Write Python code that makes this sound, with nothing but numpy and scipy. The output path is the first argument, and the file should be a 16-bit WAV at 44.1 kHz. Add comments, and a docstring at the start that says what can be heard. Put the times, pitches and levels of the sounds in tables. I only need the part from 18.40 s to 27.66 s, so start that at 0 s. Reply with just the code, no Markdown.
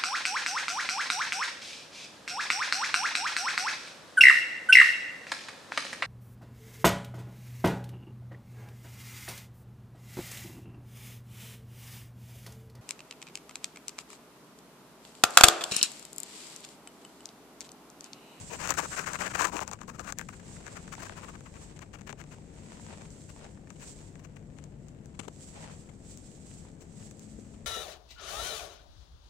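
"""Soft powder hisses over a low room rumble and hum as a gloved hand digs into a sack.
The hand lifts handfuls and lets them fall: sliding grains hiss, clumps land with a soft rush, lumps plop.
The other hand shifts its grip on a camera: skin and nail rub, bump and tick on the case,
right beside the left microphone."""
import sys
import numpy as np
from scipy import signal
from scipy.fft import rfft, irfft
from scipy.io import wavfile

SR = 44100
rng = np.random.default_rng(int(sys.argv[2]) if len(sys.argv) > 2 else 0)


def master_out(mix):
    """Clip the mix to full scale and print it as 16-bit PCM to the path in sys.argv[1]."""
    frames = np.transpose(np.atleast_2d(mix))
    ceiling = np.clip(frames, -1, 1)
    pcm = np.round(ceiling * 32767).astype(np.int16)
    wavfile.write(sys.argv[1], SR, pcm)


N = 408366
TIME_S = np.arange(N) / SR

# glove sweeps through the powder: peak_s, length_s, hiss_db, shove_db
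GLOVE_SWEEPS = [(0.004, 0.14, -51, -49), (0.163, 0.54, -50, -55.5), (0.52, 0.24, -43, -51.5),
                (0.817, 0.45, -48, -62), (1.278, 0.28, -69, -59), (3.252, 0.27, -57, -54.5),
                (3.925, 0.14, -60.5, -66), (5.472, 0.13, -47, -60.5), (5.62, 0.23, -56.5, -62),
                (7.712, 0.097, -51.5, -86), (7.84, 0.47, -57, -85), (8.633, 0.15, -53, -62.5),
                (8.878, 0.87, -58.5, -79)]
# spectrum of powder hitting the heap: freq_hz, density_db
HEAP_SPECTRUM = [(120, -15), (380, 2.5), (560, 3), (760, 2), (950, 2.5), (1130, -3.5), (1400, -4),
                 (2500, -5.5), (3600, -10.5), (9000, -15.5), (15000, -94)]
# spectrum of the case body: freq_hz, density_db
CASE_SPECTRUM = [(60, -47), (200, -2), (350, 5), (600, 4.5), (950, 4.5), (1400, 1), (2100, 3), (2900, 1),
                 (4200, -12.5), (7000, -26), (15000, -103)]
# spectrum of ticks at the microphone port: freq_hz, density_db
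TICK_SPECTRUM = [(300, 0.5), (2000, -2), (3500, -2.5), (5000, -0.5), (6500, 7), (7500, 7.5), (8500, 1.5),
                 (10000, -10.5), (15000, -12)]


def amp(db):
    """Decibels to gain."""
    return 10 ** (np.asarray(db) / 20)


def unit_rms(x):
    """Scale to an rms of one."""
    return x / np.sqrt(np.mean(x ** 2) + 1e-20)


def unit_energy(x):
    """Scale to an energy of one."""
    return x / (np.linalg.norm(x) + 1e-12)


def log_interp(table, hz):
    """Interpolate a table on a log-frequency axis."""
    freq_hz, value = np.transpose(table)
    return np.interp(np.log(hz + 1), np.log(freq_hz + 1), value)


def ring(spectrum, hz=1000, width_hz=500, lift_db=0, size=2048):
    """Minimum-phase impulse response of unit energy: a broad spectrum plus one resonance."""
    freq_hz = np.fft.rfftfreq(size, 1 / SR)
    gain = amp(log_interp(spectrum, freq_hz) + lift_db * np.exp(-((freq_hz - hz) / width_hz) ** 2))
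    cepstrum = irfft(np.log(gain))
    cepstrum[1:size // 2] *= 2
    cepstrum[size // 2 + 1:] = 0
    return unit_energy(irfft(np.exp(rfft(cepstrum)))[:size // 2])


def tint(x, spectrum):
    """Filter by a spectrum; unit rms."""
    return unit_rms(signal.oaconvolve(x, ring(spectrum))[:N])


def wander(rate_hz):
    """Smooth random curve of bandwidth rate_hz; unit rms."""
    lowpass = np.exp(-(np.fft.rfftfreq(N, 1 / SR) / rate_hz) ** 2)
    return unit_rms(irfft(rfft(rng.standard_normal(N)) * lowpass, N))


def grains(per_s, spread_db):
    """Random impulses, sizes spread exponentially in dB; unit rms."""
    size = amp(spread_db * np.minimum(rng.exponential(1, N), 4))
    polarity = np.sign(rng.standard_normal(N))
    return unit_rms(polarity * size * (rng.random(N) < per_s / SR))


def add(mix, start_s, sound):
    """Mix a sound in at start_s."""
    part = mix[max(round(start_s * SR), 0):][:len(sound)]
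    part += sound[:len(part)]


def room(rumble_db=-49, hiss_db=-73.5):
    """Low rumble, largely coherent at the two microphones, plus their own faint hiss."""
    # room rumble: freq_hz, density_db
    rumble_spectrum = [(15, -12), (28, -6.5), (55, 1.5), (78, -1), (100, -2.5), (122, -1), (150, 2),
                       (200, -1), (300, -7), (500, -12.5), (750, -20), (1050, -31), (2000, -32.5),
                       (4000, -67)]
    # likeness of left and right: freq_hz, coherence
    room_coherence = [(20, .72), (60, .96), (170, .95), (290, .78), (640, .5), (1400, 0)]
    # lean of the rumble: freq_hz, left_minus_right_db
    room_balance = [(60, 5.3), (200, 7.1), (700, 4.6), (2400, 1.1)]
    # microphone self-noise: freq_hz, density_db
    hiss_spectrum = [(1000, 4.5), (4000, -3.5), (6000, -9), (7700, -5), (10000, -16), (12500, -16),
                     (15000, -26)]
    freq_hz = np.fft.rfftfreq(N, 1 / SR)
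    coherence = log_interp(room_coherence, freq_hz)
    lean_db = log_interp(room_balance, freq_hz) / 2
    left, independent = rfft(rng.standard_normal((2, N)))
    right = coherence * left + np.sqrt(1 - coherence ** 2) * independent
    pair = np.array([left * amp(lean_db), right * amp(-lean_db)])
    rumble = unit_rms(irfft(pair * amp(log_interp(rumble_spectrum, freq_hz)), N))
    hiss = np.array([tint(rng.standard_normal(N), hiss_spectrum) for _ in range(2)])
    return amp(rumble_db) * rumble + amp(hiss_db) * hiss


def hum(waver_db=2.0, drift_rad=0.7, right_db=-6):
    """Wavering mains hum and a few passing low tones."""
    # mains hum: pitch_hz, level_db
    mains_tones = [(99.5, -58), (150, -63.5)]
    # room tones that swell and fade: middle_s, length_s, pitch_hz, level_db
    passing_tones = [(0.86, 0.45, 187.1, -49), (1.3, 4.5, 179, -56.5), (4.424, 0.56, 218.6, -51.5),
                     (6.258, 1.76, 148.1, -51.5), (6.419, 0.38, 126, -49), (9.004, 1.2, 213.8, -52)]
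    out = np.zeros(N)
    for hz, db in mains_tones:
        gain = amp(db + waver_db * wander(rate_hz=9.1))
        out += gain * np.sin(2 * np.pi * hz * TIME_S + drift_rad * wander(rate_hz=3.3))
    for middle_s, length_s, hz, db in passing_tones:
        gain = amp(db) * np.cos(np.pi * np.clip((TIME_S - middle_s) / length_s, -.5, .5))
        out += gain * np.sin(2 * np.pi * hz * TIME_S + drift_rad * wander(rate_hz=7.2))
    return np.sqrt(2) * out * amp([[0], [right_db]])


def flow_gain(flows, floor_db, rise_share=0.53, roundness=1.37):
    """Powder flows build and run out, adding in power over a floor of creeping loose powder."""
    power = amp(floor_db) ** 2
    for peak_s, length_s, db in flows:
        away = np.maximum((peak_s - TIME_S) / rise_share, (TIME_S - peak_s) / (1 - rise_share)) / length_s
        gain = amp(db) * np.exp(-np.minimum(away ** roundness, 20))
        power += gain ** 2
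    return np.sqrt(power)


def sliding_powder(left_db=-4, waver_db=1.7, crumbs_db=-11.5):
    """Fine grains shear past each other and coarse crumbs tick apart; the flow wavers as lumps break."""
    # powder spilling off the hand: peak_s, length_s, level_db
    pours = [(1.94, 0.23, -57), (2.134, 0.15, -51), (2.357, 0.33, -55), (2.583, 0.34, -56),
             (2.85, 0.57, -57), (4.435, 0.55, -55), (4.76, 0.88, -59), (4.9, 0.23, -56.5),
             (7.07, 0.22, -52.5), (7.266, 0.48, -56.5), (8.146, 0.24, -53)]
    # fine grains: freq_hz, density_db
    fizz_spectrum = [(500, -33), (2000, -14), (4000, -10.5), (5500, -8), (6700, -3), (7700, 3),
                     (8600, -4.5), (9800, -20), (15000, -30)]
    # coarse crumbs: freq_hz, density_db
    crumb_spectrum = [(600, -8), (2000, -3.5), (4700, -1.5), (7500, 6.5), (10000, -15.5), (15000, -23)]
    crumbs = amp(crumbs_db) * tint(grains(per_s=60, spread_db=2.5), crumb_spectrum)
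    fizz = np.array([tint(grains(per_s=14000, spread_db=-2.0), fizz_spectrum) for _ in range(2)])
    sweeps = [(peak_s, length_s, hiss_db) for peak_s, length_s, hiss_db, _ in GLOVE_SWEEPS]
    gain = flow_gain(sweeps + pours, floor_db=-71) * amp(waver_db * wander(rate_hz=21))
    return (fizz + crumbs) * gain * amp([[left_db], [0]])


def clump_gain(crumble_s=0.0044, steady_share=0.65):
    """Clumps land at random and crumble at once, over a steady stream."""
    decay = np.exp(-TIME_S[:SR // 20] / crumble_s)
    power = signal.oaconvolve(abs(grains(per_s=55, spread_db=-3.0)), decay)[:N]
    return np.sqrt(steady_share + (1 - steady_share) * abs(power) / power.mean())


def falling_powder(left_db=1, right_db=-1.5, waver_db=1.46, coarse_db=-6):
    """Shoved or dropped powder patters on the heap in soft clumps, without ringing."""
    # spilled powder reaching the heap: peak_s, length_s, level_db
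    landings = [(2.07, 0.2, -58.5), (2.256, 0.44, -53.5), (2.45, 0.68, -69), (2.667, 0.44, -52),
                (2.956, 0.2, -64), (4.38, 0.72, -57), (4.526, 0.19, -51.5), (4.663, 0.07, -59),
                (5.046, 0.12, -54), (7.177, 0.061, -47), (7.247, 0.18, -51), (7.343, 0.093, -58),
                (8.128, 0.057, -72), (8.262, .07, -61.5)]
    patter = np.zeros((2, N))
    for side in patter:
        fine = grains(per_s=3500, spread_db=1.5)
        coarse = amp(coarse_db) * grains(per_s=110, spread_db=5.5)
        side += tint(fine + coarse, HEAP_SPECTRUM)
    shoves = [(peak_s, length_s, shove_db) for peak_s, length_s, _, shove_db in GLOVE_SWEEPS]
    gain = flow_gain(shoves + landings, floor_db=-72) * clump_gain() * amp(waver_db * wander(rate_hz=23))
    return patter * gain * amp([[left_db], [right_db]])


def resting_finger(body_db=-69, tick_db=-76):
    """A resting finger creeps on the case with a faint crackle."""
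    creep = grains(per_s=300, spread_db=3)
    return amp(body_db) * tint(creep, CASE_SPECTRUM) + amp(tick_db) * tint(creep, TICK_SPECTRUM)


def grip_at(time_s):
    """The grip sets the resonance of the hollow under the finger, the scratch and the ticks' top octave."""
    # seat of the finger on the case: time_s, hollow_db, scratch_trim_db, top_octave_db
    grips = [(.13, 1.5, -2.5, 0), (.4, 8.5, -2, 7), (.9, 5, -6.5, 0), (1.04, 9, -3.5, 5), (1.2, 8, -6, 2),
             (1.601, 9.5, -4, -12), (1.8, 7.5, -4, 9), (2.3, 7.5, -6.5, -3), (2.6, 5, -2, -4),
             (2.9, 5.5, -8.5, 5), (3.7, 1.5, -4.5, -5), (5.4, 2, 0, -2), (6.2, 1, -2, -3), (6.8, 8, -2, 6),
             (8.7, -3, 8, 5)]
    times_s, *columns = np.transpose(grips)
    return [np.interp(time_s, times_s, column) for column in columns]


def disperse(response, travel_s, knee_hz=1300):
    """Low tones cross the case more slowly than high ones, so each slip chirps downward."""
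    size = 2 * len(response)
    delay_s = travel_s * np.exp(-np.fft.rfftfreq(size, 1 / SR) / knee_hz)
    lag_turns = np.cumsum(delay_s) * SR / size
    return irfft(rfft(response, size) * np.exp(-2j * np.pi * lag_turns))


def resonate(x, hz, width_hz):
    """Narrow resonance following the pitch curve hz."""
    carrier = np.exp(2j * np.pi * np.cumsum(hz) / SR)
    pole = np.exp(-np.pi * width_hz / SR)
    return 2 * (carrier * signal.lfilter([1 - pole], [1, -pole], x / carrier)).real


def finger_rubs(body_db=-1.5, scratch_db=-3.5, squeak_db=-14, squeak_sag=0.16, waver_db=1.93,
                snag_db=-3, slip_share=0.43, rise_share=0.62, linger_s=0.02):
    """Skin sticks and slips: it rings the case, squeaks in the finger's hollow, scratches at the port."""
    # finger strokes on the case: middle_s, length_s, level_db, hollow_hz
    strokes = [(0.13, 0.073, -34.5, 900), (0.208, 0.053, -33.5, 1240), (0.246, 0.059, -30, 1460),
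               (0.298, 0.038, -24, 1400), (0.347, 0.025, -37, 1350), (0.387, 0.039, -22, 1320),
               (0.441, 0.043, -31.5, 1370), (0.528, 0.049, -32, 1490), (0.587, 0.052, -26, 1440),
               (0.641, 0.022, -35, 1600), (0.671, 0.028, -26.5, 1450), (0.688, 0.016, -32.5, 1390),
               (0.71, 0.033, -35, 1300), (0.747, 0.041, -30, 1500), (0.796, 0.022, -32.5, 1400),
               (0.817, 0.031, -24, 1320), (0.862, 0.045, -27, 1520), (0.91, 0.032, -34, 1440),
               (0.941, 0.016, -33, 1350), (0.954, 0.02, -22.5, 1430), (1, 0.046, -22, 1380),
               (1.024, 0.031, -24, 1300), (1.05, 0.028, -22, 1430), (1.074, 0.054, -32.5, 1060),
               (1.153, 0.078, -29.5, 1040), (1.222, 0.028, -28.5, 1030), (1.281, 0.044, -40, 990),
               (1.33, 0.036, -37.5, 1150), (1.39, 0.0061, -46, 1400), (1.421, 0.037, -43.5, 1300),
               (1.492, 0.033, -36, 1210), (1.549, 0.046, -45.5, 1340), (1.6, 0.04, -36.5, 1180),
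               (1.654, 0.062, -42.5, 1360), (1.689, 0.05, -34, 1400), (1.8, 0.069, -42.5, 1660),
               (1.889, 0.007, -32, 1570), (1.935, 0.026, -44, 1520), (1.999, 0.009, -45.5, 1580),
               (2.163, 0.015, -51, 1550), (2.271, 0.059, -45, 1490), (2.367, 0.03, -36.5, 1470),
               (2.532, 0.03, -35, 1400), (2.601, 0.023, -40, 1590), (2.628, 0.026, -35.5, 1230),
               (2.661, 0.03, -39.5, 1610), (2.72, 0.02, -49, 1450), (2.778, 0.057, -41, 1290),
               (2.836, 0.046, -39.5, 1140), (2.888, 0.037, -39.5, 1230), (2.95, 0.028, -42.5, 1210),
               (3.063, 0.031, -44, 1280), (3.16, 0.035, -47, 1370), (3.421, 0.035, -41.5, 1260),
               (3.545, .032, -40.5, 1270), (3.592, 0.015, -48, 1300), (3.673, 0.017, -38.5, 1750),
               (3.702, 0.028, -39.5, 1600), (3.8, 0.049, -44, 1490), (3.927, 0.043, -46, 1380),
               (4.897, 0.022, -46, 1400), (5.42, 0.056, -46.5, 1540), (5.796, 0.011, -50, 1600),
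               (5.847, 0.032, -48, 1400), (5.966, 0.021, -51.5, 1500), (8.418, 0.041, -55.5, 1380)]
    friction = amp(waver_db * wander(rate_hz=68))
    slips = unit_rms(grains(per_s=2200, spread_db=1.5) * friction)
    grit = grains(per_s=4500, spread_db=7.0)
    snags = amp(snag_db) * grains(per_s=330, spread_db=2.0)
    roughness = unit_rms((grit + snags) * friction)
    scratch = tint(np.sqrt(slip_share) * slips + np.sqrt(1 - slip_share) * roughness, TICK_SPECTRUM)
    out = np.zeros(N)
    for middle_s, length_s, db, hz in strokes:
        start_s = max(middle_s - length_s / 2, 0)
        span = slice(int(start_s * SR), int((start_s + length_s + linger_s) * SR))
        corners_s = [0, rise_share * length_s, length_s, length_s + linger_s]
        pressure = np.interp(TIME_S[span] - start_s, corners_s, [0, 1, 0.077, 0]) ** 0.68
        hollow_db, scratch_trim_db, _ = grip_at(middle_s)
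        case = disperse(ring(CASE_SPECTRUM, hz, width_hz=640, lift_db=hollow_db), travel_s=0.00402)
        creak = signal.fftconvolve(slips[span] * pressure, case)
        progress = np.minimum(TIME_S[:len(creak)] / length_s, 1) - .5
        squeak = resonate(creak, hz * (1 - squeak_sag * progress), width_hz=270)
        body = unit_energy(creak) + amp(squeak_db + hollow_db) * unit_energy(squeak)
        rasp = unit_energy(scratch[span] * pressure)
        strength = amp(db) * np.linalg.norm(pressure)  # longer strokes carry more energy
        add(out, start_s, strength * amp(body_db) * unit_energy(body))
        add(out, start_s, strength * amp(scratch_db + scratch_trim_db) * rasp)
    return out


def finger_bumps(width_hz=200):
    """Fingertip flesh shudders against the case in short, dull bursts."""
    # fingertip presses: middle_s, length_s, level_db, pitch_hz
    presses = [(0.13, 0.054, -43.5, 414), (0.437, 0.033, -40.5, 395), (1.078, 0.027, -49, 477),
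               (1.15, 0.063, -36, 340), (1.214, 0.022, -38, 428), (1.487, 0.0188, -42, 414),
               (1.601, 0.03, -40.5, 433), (3.738, 0.0073, -45, 464), (6.796, .014, -50, 560),
               (6.882, 0.013, -36, 393), (8.99, 0.0095, -42, 395)]
    out = np.zeros(N)
    for middle_s, length_s, db, hz in presses:
        band = signal.butter(2, [hz - width_hz / 2, hz + width_hz / 2], "bandpass", fs=SR, output="sos")
        shudder = signal.sosfilt(band, rng.standard_normal(SR))[-int(length_s * SR):]
        window = signal.windows.tukey(len(shudder), .7)
        add(out, middle_s - length_s / 2, amp(db) * unit_rms(shudder) * window)
    return out


def finger_clicks(knock_gain_db=3.0, skid_db=-14, skid_s=0.005, grit_per_db=0.17, top_octave_hz=9200):
    """A sudden slip ticks at the port and knocks the case while the skin skids to a stop."""
    # single slips and taps: start_s, tick_db, knock_db, knock_hz
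    clicks = [(0.2747, -7.5, -9.5, 1300), (0.3059, 3, -6.5, 1090), (.31, -8, -28, 1400),
              (.321, -14, -8, 1680), (0.34, -11, -15, 1510), (0.3939, -12, -3.5, 1160),
              (.734, -8.5, -13, 1490), (0.755, -17, -10.5, 1420), (1.0083, -11, -0.5, 1120),
              (1.0185, -7, -10, 1300), (1.0215, -15, -3, 1400), (1.0493, -18, -1, 1400),
              (1.0543, -10, -9, 1310), (1.071, -13, -11, 1290), (1.1675, -11, -11, 2600),
              (1.185, -19, -28, 1700), (1.191, -18, -5.5, 1240), (1.205, -12, -23, 1500),
              (1.2114, -17, -9.5, 860), (1.227, -30, -19, 2140), (1.278, -10.5, -18.5, 1250),
              (1.314, -13, -16, 1000), (1.3339, -11.5, -17, 1210), (1.415, -21.5, -15.5, 1300),
              (1.5945, -16, -10.5, 1230), (1.724, -7, -12, 1440), (1.7867, -5.5, -20, 2210),
              (1.793, -18, -11.5, 1700), (1.8127, -19, -15, 1450), (2.2659, -19.5, -19, 1600),
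              (2.2796, -23, -20, 1600), (2.478, -26, -22.5, 1500), (2.552, -21, -25, 2010),
              (2.695, -26, -14.5, 1370), (3.007, -30, -28, 1400), (3.141, -33, -34, 2200),
              (3.3917, -23, -26, 1500), (3.611, -26.5, -27, 1300), (3.617, -29, -33, 1900),
              (3.6934, -24, -14, 1450), (3.7276, -19.5, -16.5, 900), (3.8145, -27, -22.5, 2100),
              (3.8394, -30, -28, 1100), (4.6185, -30, -25.5, 900), (4.705, -27, -50, 1400),
              (5.304, -21.5, -23.5, 1360), (5.7552, -30, -29.5, 1700), (5.967, -44, -27, 1800),
              (6.1862, -28, -27.5, 1400), (6.2401, -24, -36, 2000), (6.4846, -29, -43, 1500),
              (6.6583, -29, -37, 1500), (6.8809, -24, -18, 1000), (7.7744, -22.5, -50, 1400),
              (8.7118, -24.5, -32.5, 1400), (8.7951, -24.5, -47, 1400)]
    out = np.zeros(N)
    chatter = grains(per_s=5100, spread_db=6.5)
    decay = np.exp(-TIME_S[:SR // 20] / skid_s)
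    for start_s, tick_db, knock_db, knock_hz in clicks:
        hollow_db, _, top_octave_db = grip_at(start_s)
        spectrum = [(hz, db + top_octave_db * (hz > top_octave_hz)) for hz, db in TICK_SPECTRUM]
        tick = ring(spectrum, hz=6330, width_hz=1800, lift_db=5.5)
        case = ring(CASE_SPECTRUM, knock_hz, width_hz=480, lift_db=5.0 + hollow_db)
        knock = disperse(case, travel_s=0.005006)
        skid = unit_energy(chatter[int(start_s * SR):][:len(decay)] * decay)
        grit_db = skid_db - grit_per_db * max(tick_db, knock_db)  # light slips are grittier
        slip = unit_energy(np.r_[1, amp(grit_db) * skid])
        add(out, start_s, amp(tick_db) * signal.fftconvolve(slip, tick))
        add(out, start_s, amp(knock_db + knock_gain_db) * signal.fftconvolve(slip, knock))
    return out


def falling_lumps(crumble_s=0.0049, debris_db=-1, right_db=-6):
    """Larger lumps hit the heap with a dull plop and fall apart at once."""
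    # lump impacts: start_s, energy_db, pitch_hz
    lumps = [(2.167, -27, 1900), (2.205, -25, 700), (2.581, -19.5, 900), (3.984, -28, 794),
             (4.301, -30, 1900), (4.323, -33, 1800), (4.397, -25, 1290), (4.487, -28, 1400),
             (4.507, -26, 2400), (4.5277, -18, 560), (4.541, -29, 1700), (4.656, -30, 1800),
             (4.963, -25, 900), (4.972, -33, 960), (5.013, -28.5, 1420), (5.051, -23, 1500),
             (5.064, -26, 690), (5.175, -30, 1500), (5.273, -28.5, 1770), (7.175, -25, 700),
             (7.207, -25, 720), (7.229, -27, 1900), (7.298, -28, 1400), (8.114, -31.5, 2800),
             (8.251, -30, 960), (8.286, -34, 1200)]
    out = np.zeros((2, N))
    decay = np.exp(-TIME_S[:SR // 30] / crumble_s)
    for side in out:
        crumbs = grains(per_s=3900, spread_db=4)
        for start_s, db, hz in lumps:
            debris = unit_energy(crumbs[int(start_s * SR):][:len(decay)] * decay)
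            collapse = np.r_[1, amp(debris_db) * debris]
            plop = ring(HEAP_SPECTRUM, hz, width_hz=0.45 * hz, lift_db=10.5)
            add(side, start_s, amp(db) * unit_energy(signal.fftconvolve(collapse, plop)))
    return out * amp([[0], [right_db]])


def nail_scrapes(waver_db=0.4, ring_db=-5, mode_width_hz=260, bite_exponent=0.42):
    """A nail bites, chatters over the case in a short, dense burst and sets it ringing faintly."""
    # fingernail scrapes: middle_s, length_s, level_db
    scrapes = [(3.369, 0.017, -50), (5.304, 0.025, -55.5), (5.364, 0.014, -54), (6.184, 0.04, -57),
               (6.24, 0.054, -61), (6.488, .017, -59), (6.75, 0.017, -55), (6.795, 0.0068, -30),
               (6.8015, 0.0067, -34.5), (6.813, 0.012, -47), (6.843, 0.041, -48.5), (6.8835, 0.0077, -38),
               (7.496, .018, -52), (9.146, 0.022, -56)]
    # nail on the case: freq_hz, density_db
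    nail_spectrum = [(150, -8), (400, -1), (1250, -0.5), (1700, -6), (2300, -1.5), (4000, -6),
                     (5200, -11.5), (7400, 1), (10000, -17.5), (15000, -40)]
    # case modes under a nail: pitch_hz, level_db
    case_modes = [(550, 0), (860, 2), (1250, 5), (2200, 1), (3000, -5)]
    slips = unit_rms(grains(per_s=9000, spread_db=3.0) * amp(waver_db * wander(rate_hz=420)))
    pressure = np.zeros(N)
    for middle_s, length_s, db in scrapes:
        arch = np.clip(1 - (2 * (TIME_S - middle_s) / length_s) ** 2, 0, 1)
        pressure += amp(db) * arch ** bite_exponent
    ring_s = TIME_S[:1024]
    modes = sum(amp(db) * np.sin(2 * np.pi * hz * ring_s) for hz, db in case_modes)
    ringing = unit_energy(modes * np.exp(-np.pi * mode_width_hz * ring_s))
    case = unit_energy(ring(nail_spectrum) + amp(ring_db) * ringing)
    return signal.oaconvolve(slips * pressure, case)[:N]


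def scene(leak_db=-38):
    """Room and powder reach both microphones; the grip is almost only on the left."""
    handling = finger_rubs() + finger_clicks() + nail_scrapes() + finger_bumps() + resting_finger()
    background = room() + hum()
    powder = sliding_powder() + falling_powder() + falling_lumps()
    return background + powder + handling * amp([[0], [leak_db]])


def record(dry, cutoff_hz=16100):
    """Steep low-pass band limit."""
    lowpass = signal.firwin(401, cutoff_hz, window=("kaiser", 9), fs=SR)
    return signal.oaconvolve(dry, lowpass[None], "same")


dry = scene()
out = record(dry)
master_out(out)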